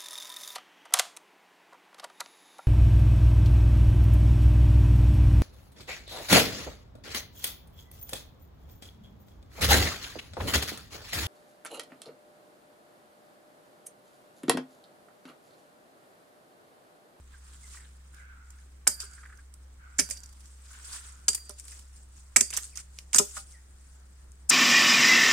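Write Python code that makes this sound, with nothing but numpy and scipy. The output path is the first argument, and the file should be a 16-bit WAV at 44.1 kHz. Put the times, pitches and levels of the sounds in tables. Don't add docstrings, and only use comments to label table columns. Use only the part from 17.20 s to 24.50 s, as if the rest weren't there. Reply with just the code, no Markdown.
import sys
import numpy as np
from scipy import signal
from scipy.io import wavfile
from scipy.ndimage import uniform_filter1d

SR = 44100
rng = np.random.default_rng(int(sys.argv[2]) if len(sys.argv) > 2 else 0)


def materialize(psi):
    bounded = np.clip(np.atleast_2d(psi).T, -1, 1)
    quanta = np.round(bounded * 32767).astype(np.int16)
    wavfile.write(sys.argv[1], SR, quanta)


def decibels_to_gain(level_db):
    exponent = np.asarray(level_db, float) / 20
    return 10 ** exponent


N = 322142

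# start_s, peak_db, left_right_db, t60_ms, brightest_hz
CUTS = [(1.6692, -24.5, -1, 24, 6544), (1.6741, 1.5, -5, 27, 7805), (1.6797, -14.5, 3.5, 15, 9396),
        (2.7833, -24, -8, 46, 7190), (2.79, -17.5, -7, 45, 6960), (2.7948, -11, -2.5, 43, 5800),
        (2.8023, -19, -13, 24, 5860), (4.082, -4, -2, 16, 4870), (4.0878, -10, -1.5, 25, 8012),
        (4.147, -17.5, 1, 39, 8830), (5.1607, -8.5, -6, 27, 7870), (5.164, -2, -3.5, 34, 7900),
        (5.168, -11, -13.5, 28, 7840), (5.2085, 0, -3.5, 20, 8280), (5.9307, -22, -8.5, 37, 7520),
        (5.9398, -16.5, 4, 35, 5092), (5.9453, -8, -9, 44, 6730), (5.9587, -10.5, -4.5, 60, 7000),
        (5.9828, -2, -4.5, 26, 6300), (5.9865, -2.5, 8, 30, 9050), (5.9949, -17, -12.5, 26, 7670),
        (7.29, -32.5, 2, 60.4, 7000), (7.2934, -13, 6.5, 23.5, 8970), (7.2973, -2, 2, 45, 8880)]
# start_s, peak_db, left_right_db, woody_rel_db
TWIGS = [(1.802, -24.5, -1.5, -14), (2.889, -33, -5.5, -8), (2.8992, -29, -10.5, -14.5),
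         (2.908, -22, -7.5, -15.5), (2.9239, -35, -4, -19), (2.9653, -42.5, -1, -14), (2.974, -36, -1, -23),
         (3.035, -34.5, -0.5, -12), (4.1313, -22.5, -7.5, -14), (4.177, -34.5, -6, -10),
         (4.2936, -27, -1, -33), (4.307, -41, -15, -10), (4.3975, -34, 4.5, -16), (4.4805, -36, -2.5, -15),
         (4.518, -37, -7, -6.5), (5.3044, -24, -5.5, -8.5), (5.338, -24, -7.5, -24),
         (5.3676, -18.5, -3.5, -30), (5.372, -18, -8, -19), (5.5553, -34.5, -6.5, -24),
         (5.5728, -29, -7.5, -20), (5.788, -34, 1.5, -36), (6.169, -32.5, -11.5, -10)]
# start_s, peak_db
TICKS = [(0.944, -41.5), (1.304, -40), (1.936, -38.5), (2.173, -45), (2.3392, -42), (2.9915, -44),
         (3.275, -50), (3.0591, -41.5), (3.09, -41.5), (3.1269, -41), (3.2053, -41.5), (3.257, -46),
         (4.4075, -48), (4.453, -40), (4.592, -36.5), (6.317, -43), (7.119, -53.5)]
# freq_hz, density_db
SNAP_SPECTRUM = [(1760, -27), (3000, -16), (4190, -14.5), (5020, -6.5), (5970, -6), (7890, -3),
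                 (9450, -8.5), (10000, -8.5), (11900, -15), (14000, -17), (15800, -30)]
# freq_hz, density_db
WOODY_SPECTRUM = [(88, -48.5), (150, -6), (553, -2), (1900, 3.5), (2440, 5), (3490, -28), (4000, -15),
                  (5200, -38.5), (8800, -120)]
CUT_WOODY_DB, GRAZE_WOODY_DB, GRAZE_S = -20.5, -12, 7.2
TWIG_T60_MS, TICK_T60_MS, TICK_PAN_DB, TICK_WOODY_DB = 36, 29, -4, -18
BITE_DB, BITE_WIDTH_HZ = -1.0, 190

# start_s, peak_db, left_right_db, pitch_hz
CRACKS = [(1.9132, -38.5, -9, 7320), (1.9349, -40.5, -14, 6700), (2.789, -10, -10.5, 6400),
          (2.7969, -6.5, -15.5, 6140), (2.9008, -25, 1, 8960), (2.9116, -16.5, -14, 7400),
          (2.9276, -28, -4.5, 7300), (2.9726, -32.5, -13, 5900), (2.9807, -43, 4.5, 8140),
          (3.0045, -38, -18, 7490), (3.034, -35, -10.5, 6800), (3.0603, -38.5, -2, 7490),
          (3.4633, -45.5, -6, 5490), (3.645, -39, -2, 6410), (3.7132, -34, 0, 7820),
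          (3.8696, -42.5, -0.5, 8540), (3.955, -40, -2, 6940), (4.2946, -22, 2, 9200),
          (4.3071, -36.5, -15, 5130), (4.3983, -28, 20, 8600), (4.405, -36, 10.5, 7960),
          (4.4535, -36, 18, 8700), (5.1626, -1, -4, 7700), (5.168, -2, -4.5, 8060),
          (5.304, -24, -5.5, 6600), (5.31, -22.5, -8.5, 8000), (5.3668, -14.5, -7, 6350),
          (5.3726, -13.5, -13.5, 6100), (5.4337, -26, -7.5, 6860), (5.5576, -30.5, -12, 6370),
          (5.5738, -23, -13.5, 5940), (5.7879, -26, -6.5, 5600), (5.9322, -16.5, -9.5, 6950),
          (5.9853, 0.5, -8, 6270), (6.1281, -40, 12.5, 8340), (6.3238, -38.5, 4, 6196),
          (7.119, -41.5, 18, 8424), (7.2932, -13.5, 1, 8230), (7.2975, -3.5, 1.5, 8800),
          (1.6755, -2.5, -2, 7500), (5.2089, -6.5, -3.5, 7000), (0.6496, -55.5, 6, 8200),
          (1.387, -47, -0.5, 6500)]
CRACK_CYCLES = 1.8

# start_s, peak_db, pitch_hz, t60_ms
THUNKS = [(1.6692, -12.5, 1400, 36), (2.7883, -22, 1690, 59), (2.793, -23.5, 2160, 75),
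          (4.0813, -19, 2640, 40), (5.1609, -5.5, 2130, 27), (5.165, -14, 1200, 30), (5.192, -34, 1920, 15),
          (5.2077, -18, 2230, 28), (5.3272, -30.5, 2450, 34), (5.333, -33.5, 1100, 21),
          (5.342, -33, 1490, 31), (5.358, -36.5, 3000, 20), (5.3525, -34, 2170, 37),
          (5.3748, -34, 1101, 22), (5.386, -33.5, 2600, 20), (6.166, -37.5, 1280, 49.3),
          (5.3802, -29.5, 1710, 33), (5.7865, -29.5, 2525, 16.8), (5.9308, -24.5, 2590, 27.8),
          (5.9427, -28.5, 1290, 89), (5.9578, -27, 1550, 64), (5.9821, -18, 3130, 61),
          (4.082, -22, 13980, 25), (4.1476, -27, 13570, 50), (2.795, -26.5, 13500, 30)]
THUNK_RISE_S, THUNK_WIDTH = 0.0011, 0.78
# start_s, peak_db, pitch_hz
BUMPS = [(.138, -42, 1560), (.543, -43.5, 1290), (.567, -43, 1940), (.597, -45, 1770), (.628, -49, 1870),
         (.645, -50, 1600), (1.384, -52, 1800), (1.975, -39, 1570), (2.029, -38, 1480), (2.051, -36, 1600),
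         (2.093, -40, 1500), (2.123, -39, 1510), (2.185, -44, 1580), (3.504, -44.5, 1354),
         (5.572, -44, 1410), (5.577, -39.5, 2450), (5.586, -44, 2150), (5.6, -56, 2220),
         (4.519, -44.5, 1850)]
BUMP_T60_MS, BUMP_RISE_S, BUMP_WIDTH = 57.6, 0.0045, 0.36

# start_s, level_db, pitch_hz, t60_ms, left_right_db
NOTES = [(1.6704, -15, 1502, 12, -1.5), (1.6745, -11.5, 5150, 27, -3.5), (1.6754, -7, 9230, 25, 7),
         (1.802, -36, 4980, 70, 0), (2.791, -22.5, 270, 56, -2), (2.812, -40.5, 165.6, 130, 1),
         (2.7955, -10, 5888, 14, -6), (2.887, -51, 225, 110, 0), (2.909, -52, 570, 83, -8),
         (4.082, -14.5, 5000, 27, -3), (4.083, -10.5, 6790, 25, 0), (4.089, -20.5, 4670, 48, -4),
         (5.1615, -13.5, 1922, 22, -6.5), (5.1621, -12.5, 2343, 26, -1.5), (5.1608, -21, 1345, 30, -3),
         (5.165, -13, 8030, 70, 4), (5.208, -9.5, 6725, 13, -5), (5.209, -28, 245, 70, 1),
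         (5.993, -18.5, 268, 60, 1.5), (5.999, -37, 807, 140, -6), (6.168, -36.5, 1243, 74, -1),
         (6.169, -38.5, 1420, 66, -4), (6.169, -49, 789, 140, -7), (7.2975, -8, 8854, 50, 4.5),
         (7.2985, -12, 7616, 40, 2), (7.297, -28, 2504, 25, 0)]
NOTE_RISE_CYCLES, NOTE_LAG_S = 0.84, 0.00005

# start_s, level_db, damping_factor, left_right_db, tip_rel_db
RINGS = [
    (1.677, -30.5, .6, 6, -20),
    (2.795, -46, 1.2, 10, 13),
    (2.91, -41.5, .76, 9, -12),
    (4.082, -27, .8, 0, -2),
    (4.148, -39, .45, 3.5, -9),
    (5.164, -35, .8, -1.5, -13),
    (5.209, -27.5, .91, 0, -10),
    (5.947, -35, .41, 0.5, -6.5),
    (5.984, -38.5, .31, 0, -7.5),
    (7.297, -27.5, .8, 21, -16),
]
# pitch_hz, level_db, t60_s
BLADE_MODES = [(5200, -7, .05), (5630, -11, .07), (6228, -4, .09), (6850, 1, .08), (7500, 0, .12),
               (7970, -8, .14), (8140, 2, .13), (8520, -7, .1), (8830, 2, .09), (9200, -4, .07)]
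# pitch_hz, level_db, t60_s
TIP_MODES = [(10770, 0.5, 0.1), (10570, -4, .08), (11770, -8, .1), (12560, -8, .06)]
# pitch_hz, t60_s
LONG_MODES = [(4728, .58), (4743, .55), (4785, .26), (4880, .07)]
# start_s, first_db, second_db, third_db, left_right_db
LONG_RINGS = [
    (1.677, -45, -42, -43, -7),
    (2.794, -50, -62, -47, -3),
    (2.912, -62, -53.5, -60, -3),
    (4.083, -47, -40.5, -36, -2),
    (5.162, -49.5, -54, -49.5, -5.5),
    (5.212, -50, -46.5, -46, -8),
]
SWING_DB, SWING_HZ = 1.6, 40

# start_s, level_db, thud_rel_db, overtones_rel_db, upper_rel_db
KNOCKS = [
    (1.675, -40, 5.5, -3, 1.5),
    (1.831, -54.5, -22, -18, 5),
    (2.797, -34, -2, -8.5, -16),
    (4.083, -40, -0.5, -10.5, 3),
    (4.295, -47, -7, -2, 0),
    (5.165, -32.5, 3.5, -7.5, 2),
    (5.21, -37, 3, -11.5, -6),
    (5.949, -40, 5, -7.5, 6),
    (5.995, -16.5, -7, -15.5, -8),
    (6.172, -61, 2, 6, 18),
]
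# pitch_hz, level_db, t60_s
ROD_LOW_MODES = [(177, -6.5, 0.083), (227, -3, 0.071), (265, 3, 0.045), (321.8, -7.5, 0.067),
                 (530, -10, 0.015), (695, 1.5, 0.023)]
# pitch_hz, level_db, t60_s
ROD_MODES = [(404, 0, .1), (381, -6, .06), (440, -7, .05)]
# pitch_hz, level_db, t60_s
ROD_OVER_MODES = [(592, 0, .14), (566, -7, .09), (807, -9, .09), (900, -7, .06)]
# pitch_hz, level_db, t60_s
ROD_HIGH_MODES = [(1013, -4, 0.069), (1238, 1, 0.037), (1374, 5, 0.026)]

# (rise, fall span 20 dB)
SWEEPS = [(0.129, -75, 0.069, .07, 9.5), (.33, -61.5, 0.54, 0.38, -4.5), (.47, -56.5, 0.18, 0.32, -8),
          (0.564, -50.5, 0.196, 0.061, -9.5), (.62, -68.5, .15, 0.22, 1.5), (.97, -66.5, 0.59, 0.155, -6),
          (1.42, -67, .4, 0.27, -6), (3.33, -62, 0.95, 0.31, -8), (3.521, -55, 0.14, 0.66, -5),
          (3.648, -50.5, 0.018, 0.22, -21), (3.73, -45.5, .12, 0.12, -15.5), (3.765, -46, 0.16, 0.1, -3.5),
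          (3.87, -54.5, 0.2, 0.17, -6), (4.3, -61.5, 0.79, .3, -9), (4.982, -61, 0.116, 0.27, -11),
          (5.3, -57, 0.25, 0.098, -11), (6.6, -67, .9, 1.78, -16.5)]
# (rise, fall span 20 dB)
SHAKES = [(1.81, -40.5, 0.018, 0.067), (1.86, -57, 0.074, 0.43), (2.93, -47.5, 0.13, 0.083),
          (4.389, -46, 0.022, 0.023), (4.52, -51.5, 0.19, 0.21), (4.77, -58.5, 0.1, 0.142),
          (5.338, -36.5, 0.016, 0.085), (5.385, -43, 0.03, .03), (5.434, -47, 0.069, 0.12),
          (5.56, -47, 0.0054, 0.077), (5.577, -47, .01, 0.079), (5.607, -49, 0.079, 0.015),
          (5.78, -60, 0.16, 0.14), (6.11, -49, 0.21, 0.059), (6.18, -41, 0.077, 0.065),
          (6.31, -58.5, 0.367, 0.13)]
# freq_hz, density_db
LEAVES_SPECTRUM = [(1470, -48), (2500, -12), (3280, -11), (4100, -11.5), (4780, -4), (7310, -4.5),
                   (8020, -4), (9070, -6), (12500, -19.5), (15800, -23.5)]
# freq_hz, density_db
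SHEEN_SPECTRUM = [(2500, -45.5), (5500, -17.5), (7000, -6), (8300, -2.5), (9400, -6), (11000, -26),
                  (15800, -39.5)]
# freq_hz, density_db
SWISH_SPECTRUM = [(500, -21.5), (1000, -4), (1400, 0.5), (2100, -5.5), (2800, -7), (4000, -6.5),
                  (6000, -23)]
SHAKE_SWISH_DB, STIR_DB, STIR_SWISH_DB = -13.5, -74, -6
SHEEN_DB, SHEEN_LAW, BROAD_LAW, LAW_PIVOT_DB = -1.5, 0.98, 1.066, -51.5
RUSTLE_PAN_DB, PAN_DRIFT_DB_PER_S = -1.5, 0.35

# freq_hz, t60_s
TREES = [(300, 0.16), (2000, 0.19), (8000, 0.19), (15000, 0.26)]

# start_s, level_db, length_s
CAWS = [
    (0.923, -56.5, 0.53),
    (1.739, -56, 0.5),
    (2.578, -58.5, .56),
    (3.495, -60, 0.75),
]
THROAT_HZ = 1420
CAW_RISE_S, CAW_RISE_DB, CAW_HOLD, CAW_SAG_DB, CAW_END_DB = 0.06, -6, 0.55, -4.5, -13

# start_s, length_s, first_hz, last_hz, level_db
CHIRPS = [
    (0.423, 0.04, 2280, 1970, -74),
    (0.993, 0.031, 2135, 1940, -70),
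    (5.521, 0.047, 2760, 1740, -75.5),
    (6.325, 0.051, 2275, 1760, -74),
    (6.38, 0.015, 1770, 2203, -82),
]
CHIRP_BEND = 1.4

HUM_HZ, HUM_DB, DRONE_HZ = 64.99, -51, 156.3
# time_s, level_db
DRONE = [(0, -67.5), (3.2, -77.5), (4.8, -78.5), (5.4, -63), (7.3, -66)]

# freq_hz, density_db
AIR_SPECTRUM = [(11, -42), (18, -12), (42, -9.5), (70, -8), (93, -18), (114, -24), (160, -19), (201, -22.5),
                (624, -28.5), (1780, -30.5), (2800, -39), (6200, -41), (8480, -43), (10900, -55.5),
                (15800, -57.5)]
# freq_hz, correlation
AIR_LIKENESS = [(60, 0.97), (130, .92), (290, 0.39), (640, -0.37), (1400, 0.18), (15000, -1.1)]
AIR_DB, HISS_DB = -60.5, -74.5


def evened(x):
    return x / np.sqrt(np.mean(x ** 2) + 1e-20)


def read(points, hz):
    f, value = np.transpose(points)
    return np.interp(np.log(hz + 1), np.log(f + 1), value)


def add(mix, s, sound):
    part = mix[..., round(s * SR):][..., :sound.shape[-1]]
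    part += sound[..., :part.shape[-1]]


def panned(x, pan_db):
    return x * decibels_to_gain(np.array([[.5], [-.5]]) * pan_db)


def colour(x, points):
    log_gain = np.log(decibels_to_gain(read(points, abs(np.fft.fftfreq(4096, 1 / SR)))))
    taps = np.fft.ifft(np.exp(log_gain - 1j * signal.hilbert(log_gain).imag)).real[:2048]
    return signal.oaconvolve(x, taps[None] / np.linalg.norm(taps), axes=1)[:, :N]


def wander(top_hz):
    t = np.arange(0, N + 64, 64) / SR
    slow = 0
    for f in np.geomspace(0.031 * top_hz, top_hz, 20):
        slow = slow + np.sin(2 * np.pi * (f * t + rng.random())) / np.sqrt(f)
    return np.interp(np.arange(N) / SR, t, evened(slow))


def resonate(x, hz, width_hz):
    turn = np.exp(2j * np.pi * np.cumsum(hz) / SR)
    r = np.exp(-np.pi * width_hz / SR)
    return 2 * (turn * signal.lfilter([1 - r], [1, -r], x / turn)).real


def ring(modes, damp=1.0, rise_s=0.0018, scatter=1):
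    hz, db, t60 = np.transpose(modes)[..., None]
    t = np.arange(0, t60.max() * damp, 1 / SR)
    start, shift, tilt = rng.random((3, len(modes), 1))
    right = np.array([0, 1])[:, None, None]
    phase = scatter * (start + right * (0.19 + hz / 14000) * shift)
    level = decibels_to_gain(db - 1.4 * right * (tilt - 3.0) - 60 * t / (t60 * damp))
    sines = level * np.sin(2 * np.pi * (hz * t + phase))
    return sines.sum(1) * (1 - np.exp(-t / rise_s))


def crackle(uneven_db, same, patchy_db):
    size = decibels_to_gain(uneven_db * np.minimum(rng.exponential(1, N // 16 + 1), 4))
    size = size.repeat(16)[:N]
    a, b = rng.standard_normal((2, N)) * evened(size)
    right = same * np.roll(a, 1) + np.sqrt(1 - same ** 2) * b
    z = signal.stft(np.array([a, right]), nperseg=256)[2]
    patches = uniform_filter1d(rng.standard_normal(z.shape[1:]), size=9, axis=0)
    patches = uniform_filter1d(patches, size=5, axis=1)
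    return evened(signal.istft(z * decibels_to_gain(patchy_db * evened(patches)), nperseg=256)[1][:, :N])


def bursts(rows, rise_s):
    bright, woody = np.zeros((2, N)), np.zeros((2, N))
    t = np.arange(SR // 10) / SR
    for s, db, pan_db, woody_db, t60_ms in rows:
        shape = decibels_to_gain(db - 6.0 - 60 * t / (t60_ms / 1000)) * (1 - np.exp(-t / rise_s))
        add(bright, s, panned(shape, pan_db))
        add(woody, s, panned(shape * decibels_to_gain(woody_db), pan_db))
    return bright, woody


def bite(x):
    out = 0
    for hz, db, _ in BLADE_MODES:
        b, a = signal.iirpeak(hz, hz / BITE_WIDTH_HZ, fs=SR)
        out = out + decibels_to_gain(db) * signal.lfilter(b, a, x)
    return out


def snaps():
    cut_rows = []
    for s, db, pan_db, t60_ms, _ in CUTS:
        cut_rows.append((s, db, pan_db, CUT_WOODY_DB + GRAZE_WOODY_DB * (s > GRAZE_S), t60_ms))
    small_rows = [(*row, TWIG_T60_MS) for row in TWIGS]
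    small_rows += [(s, db, TICK_PAN_DB, TICK_WOODY_DB, TICK_T60_MS) for s, db in TICKS]
    cut, cut_woody = bursts(cut_rows, 0.0005)
    twig, twig_woody = bursts(small_rows, 0.00025)
    bright = crackle(2.7, 0.14, patchy_db=3.5)
    woody = crackle(3.7, 0.65, patchy_db=5.0)
    split = cut * bright
    s, piece_hz = np.transpose(CUTS)[[0, -1]]
    latest = np.maximum(np.searchsorted(s, np.arange(N) / SR) - 1, 0)
    piece_hz = piece_hz[latest]
    piece = decibels_to_gain(2.0) * resonate(split, piece_hz, 650) + decibels_to_gain(-3.5) * resonate(split, piece_hz, 2600)
    bright_mix = decibels_to_gain(-8.5) * split + decibels_to_gain(BITE_DB) * bite(split) + piece + twig * bright
    return colour(bright_mix, SNAP_SPECTRUM) + colour((cut_woody + twig_woody) * woody, WOODY_SPECTRUM)


def cracks():
    out, t = np.zeros((2, N)), np.arange(200) / SR
    for s, db, pan_db, hz in CRACKS:
        shape = np.exp(-t * hz / CRACK_CYCLES) * (1 - np.exp(-t * hz))
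        add(out, s, panned(decibels_to_gain(db + 6.5) * shape * np.sin(2 * np.pi * hz * t), pan_db))
    return signal.sosfilt(signal.butter(2, 2500, "highpass", fs=SR, output="sos"), out)


def thunks():
    out, t = np.zeros((2, N)), np.arange(SR // 10) / SR
    hard = [(*row, THUNK_RISE_S, THUNK_WIDTH) for row in THUNKS]
    soft = [(*row, BUMP_T60_MS, BUMP_RISE_S, BUMP_WIDTH) for row in BUMPS]
    for s, db, pitch_hz, t60_ms, rise_s, share in hard + soft:
        a, b = rng.standard_normal((2, len(t)))
        puff = np.array([a, 0.93 * np.roll(a, 1) + .5 * b])
        hz, width_hz = np.full(len(t), pitch_hz), share * pitch_hz
        note = evened(resonate(resonate(puff, hz, width_hz), hz, width_hz))
        shape = decibels_to_gain(db - 3.5 - 60 * t / (t60_ms / 1000)) * (1 - np.exp(-t / rise_s))
        add(out, s, note * shape)
    return panned(out, -2)


def notes():
    out, t = np.zeros((2, N)), np.arange(SR // 5) / SR
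    lag_s = np.array([[0], [NOTE_LAG_S]])
    for s, db, hz, t60_ms, pan_db in NOTES:
        shape = decibels_to_gain(db - 60 * t / (t60_ms / 1000)) * (1 - np.exp(-t * hz / NOTE_RISE_CYCLES))
        add(out, s, panned(shape * np.sin(2 * np.pi * hz * (t - lag_s)), pan_db))
    return out


def blade():
    out = np.zeros((2, N))
    for s, db, damp, pan_db, tip_db in RINGS:
        add(out, s, panned(decibels_to_gain(db) * ring(BLADE_MODES, damp, rise_s=0.002), pan_db))
        add(out, s, panned(decibels_to_gain(db + tip_db) * ring(TIP_MODES, damp, rise_s=.003), pan_db))
    return out


def long_ring():
    out = np.zeros((2, N))
    for s, first_db, second_db, third_db, pan_db in LONG_RINGS:
        levels = first_db, second_db, third_db, third_db + 1.5
        modes = [(hz, db, t60) for (hz, t60), db in zip(LONG_MODES, levels)]
        add(out, s, panned(ring(modes, rise_s=.003, scatter=.4), pan_db))
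    return out * decibels_to_gain(SWING_DB * np.array([wander(SWING_HZ), wander(SWING_HZ)]))


def rod():
    out = np.zeros((2, N))
    for s, db, low_db, over_db, high_db in KNOCKS:
        add(out, s, decibels_to_gain(db + low_db) * ring(ROD_LOW_MODES, rise_s=0.006))
        add(out, s, decibels_to_gain(db) * ring(ROD_MODES, rise_s=0.006))
        add(out, s, decibels_to_gain(db + over_db) * ring(ROD_OVER_MODES, rise_s=0.0016))
        add(out, s, decibels_to_gain(db + high_db) * ring(ROD_HIGH_MODES))
    return panned(out, -0.59)


def gusts(rows, t):
    s, db, rise_s, fall_s = np.transpose(rows)[:4, :, None]
    distance = np.where(t < s, (s - t) / rise_s, (t - s) / fall_s)
    return decibels_to_gain(db - 20 * distance) ** 2


def rustle():
    t = np.arange(N) / SR
    coarse = t[::32]
    sweeps, shakes = gusts(SWEEPS, coarse), gusts(SHAKES, coarse).sum(0)
    stir = decibels_to_gain(STIR_DB) ** 2
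    high_power = sweeps.sum(0) + shakes + stir
    low_power = decibels_to_gain(np.transpose(SWEEPS)[-1]) ** 2 @ sweeps
    low_power = low_power + decibels_to_gain(SHAKE_SWISH_DB) ** 2 * shakes + decibels_to_gain(STIR_SWISH_DB) ** 2 * stir
    high = np.interp(t, coarse, np.sqrt(high_power))
    low = np.interp(t, coarse, np.sqrt(low_power))
    swish = low * decibels_to_gain(0.92 * wander(51)) * colour(crackle(2.3, 0.083, patchy_db=2.5), SWISH_SPECTRUM)
    effort = high / decibels_to_gain(LAW_PIVOT_DB)
    broad = colour(crackle(1.1, 0.054, patchy_db=2.5), LEAVES_SPECTRUM)
    broad = decibels_to_gain(-3.0) * effort ** BROAD_LAW * broad
    sheen = colour(crackle(3.1, 0.07, patchy_db=3.0), SHEEN_SPECTRUM)
    sheen = decibels_to_gain(SHEEN_DB) * effort ** SHEEN_LAW * sheen
    fizz = decibels_to_gain(LAW_PIVOT_DB) * (broad + sheen) + swish
    return panned(fizz * decibels_to_gain(2.5 + 1.2 * wander(90)), RUSTLE_PAN_DB + PAN_DRIFT_DB_PER_S * t)


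def trees(x):
    hz, t, z = signal.stft(rng.standard_normal((2, SR // 2)), SR, nperseg=256)
    tail = signal.istft(z * decibels_to_gain(-60 * t / read(TREES, hz)[:, None]), SR, nperseg=256)[1]
    tail = tail * (1 - np.exp(-np.arange(tail.shape[1]) / (0.0024 * SR)))
    return signal.fftconvolve(x, tail / np.linalg.norm(tail[0]), axes=1)[:, :N]


def crow():
    out = np.zeros((2, N))
    for start, db, length in CAWS:
        t = np.arange(0, length, 1 / SR)
        jitter = uniform_filter1d(rng.standard_normal(len(t)), size=200)
        turns = np.cumsum(115 * (1 + 2.0 * jitter)) / SR
        puffs = (1.0 + np.exp(-(turns % 1) / .3)) * rng.standard_normal((2, len(t)))
        hz = THROAT_HZ * (1.06 - 0.12 * t + .04 * wander(14)[:len(t)])
        throat = resonate(resonate(puffs, hz, 330), hz, 330)
        upper = resonate(resonate(puffs, 1.35 * hz, 600), 1.35 * hz, 600)
        voice = evened(throat + decibels_to_gain(-12.0) * upper)
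        shape_s = [0, CAW_RISE_S, CAW_HOLD * length, length]
        shape_db = np.interp(t, shape_s, [CAW_RISE_DB, 0, CAW_SAG_DB, CAW_END_DB])
        level = decibels_to_gain(db + shape_db + 1.2 * wander(35)[:len(t)])
        add(out, start, voice * level * signal.windows.tukey(len(t), .1))
    return panned(out, -0.99)


def bird():
    out = np.zeros(N)
    for start, length, first_hz, last_hz, db in CHIRPS:
        left = np.linspace(1, 0, round(length * SR))
        hz = last_hz + (first_hz - last_hz) * left ** CHIRP_BEND
        flutter = evened(uniform_filter1d(rng.standard_normal(len(hz)), size=150))
        whistle = decibels_to_gain(db + 12.0 + 3.2 * flutter) * np.sin(2 * np.pi * np.cumsum(hz) / SR)
        add(out, start, whistle * signal.windows.tukey(len(hz), .5))
    return out


def hum():
    t = np.arange(N) / SR
    low = decibels_to_gain(HUM_DB + 3 + 0.6 * wander(4.4)) * np.sin(2 * np.pi * (HUM_HZ * t + 0.35))
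    drone = np.sin(2 * np.pi * np.cumsum(DRONE_HZ + 1.8 * wander(3.6)) / SR)
    drone_db = np.interp(t, *np.transpose(DRONE)) - 5.5 + 3.6 * wander(8)
    return low + decibels_to_gain(drone_db) * drone


def air():
    frames, hz = N // 512 + 5, np.fft.rfftfreq(2048, 1 / SR)
    a, b, c, d, patches = rng.standard_normal((frames, 1025, 5)).T
    patches = uniform_filter1d(patches, size=24, axis=0)
    patches = evened(uniform_filter1d(patches, size=8, axis=1))
    same = np.clip(read(AIR_LIKENESS, hz), -1, 1)[:, None]
    left = a + 1j * b
    right = same * left + np.sqrt(1 - same ** 2) * (c + 1j * d)
    z = np.array([left, right]) * decibels_to_gain(read(AIR_SPECTRUM, hz)[:, None] + 1.4 * patches)
    return decibels_to_gain(AIR_DB) * evened(signal.istft(z, nperseg=2048, noverlap=1536)[1][:, :N])


def scene():
    work = snaps() + cracks() + thunks() + notes() + blade() + rod()
    far = bird()
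    echo = trees(decibels_to_gain(-11.5) * work + far)
    return work + long_ring() + far + echo + rustle() + crow() + hum() + air()


def low_pass(x):
    return signal.sosfilt(signal.butter(12, 15970, fs=SR, output="sos"), x)


def record(dry):
    power_db = 10 * np.log10(abs(uniform_filter1d((dry ** 2).mean(0), size=200)) + 1e-12)
    fall_db = np.arange(N) * 140.0 / SR
    held_db = np.maximum.accumulate(power_db + fall_db) - fall_db
    over_db = np.maximum(held_db + 19.0, 0)
    ducked = dry / decibels_to_gain(.33 * uniform_filter1d(over_db, size=400, origin=-150))
    hiss = decibels_to_gain(HISS_DB) * rng.standard_normal(dry.shape)
    edge = signal.firwin(255, 16300, window=("kaiser", 8), fs=SR)[None]
    mix = signal.oaconvolve(np.clip(ducked + hiss, -1, 1), edge, "same")
    return low_pass(mix)


dry = scene()
out = record(dry)
materialize(out)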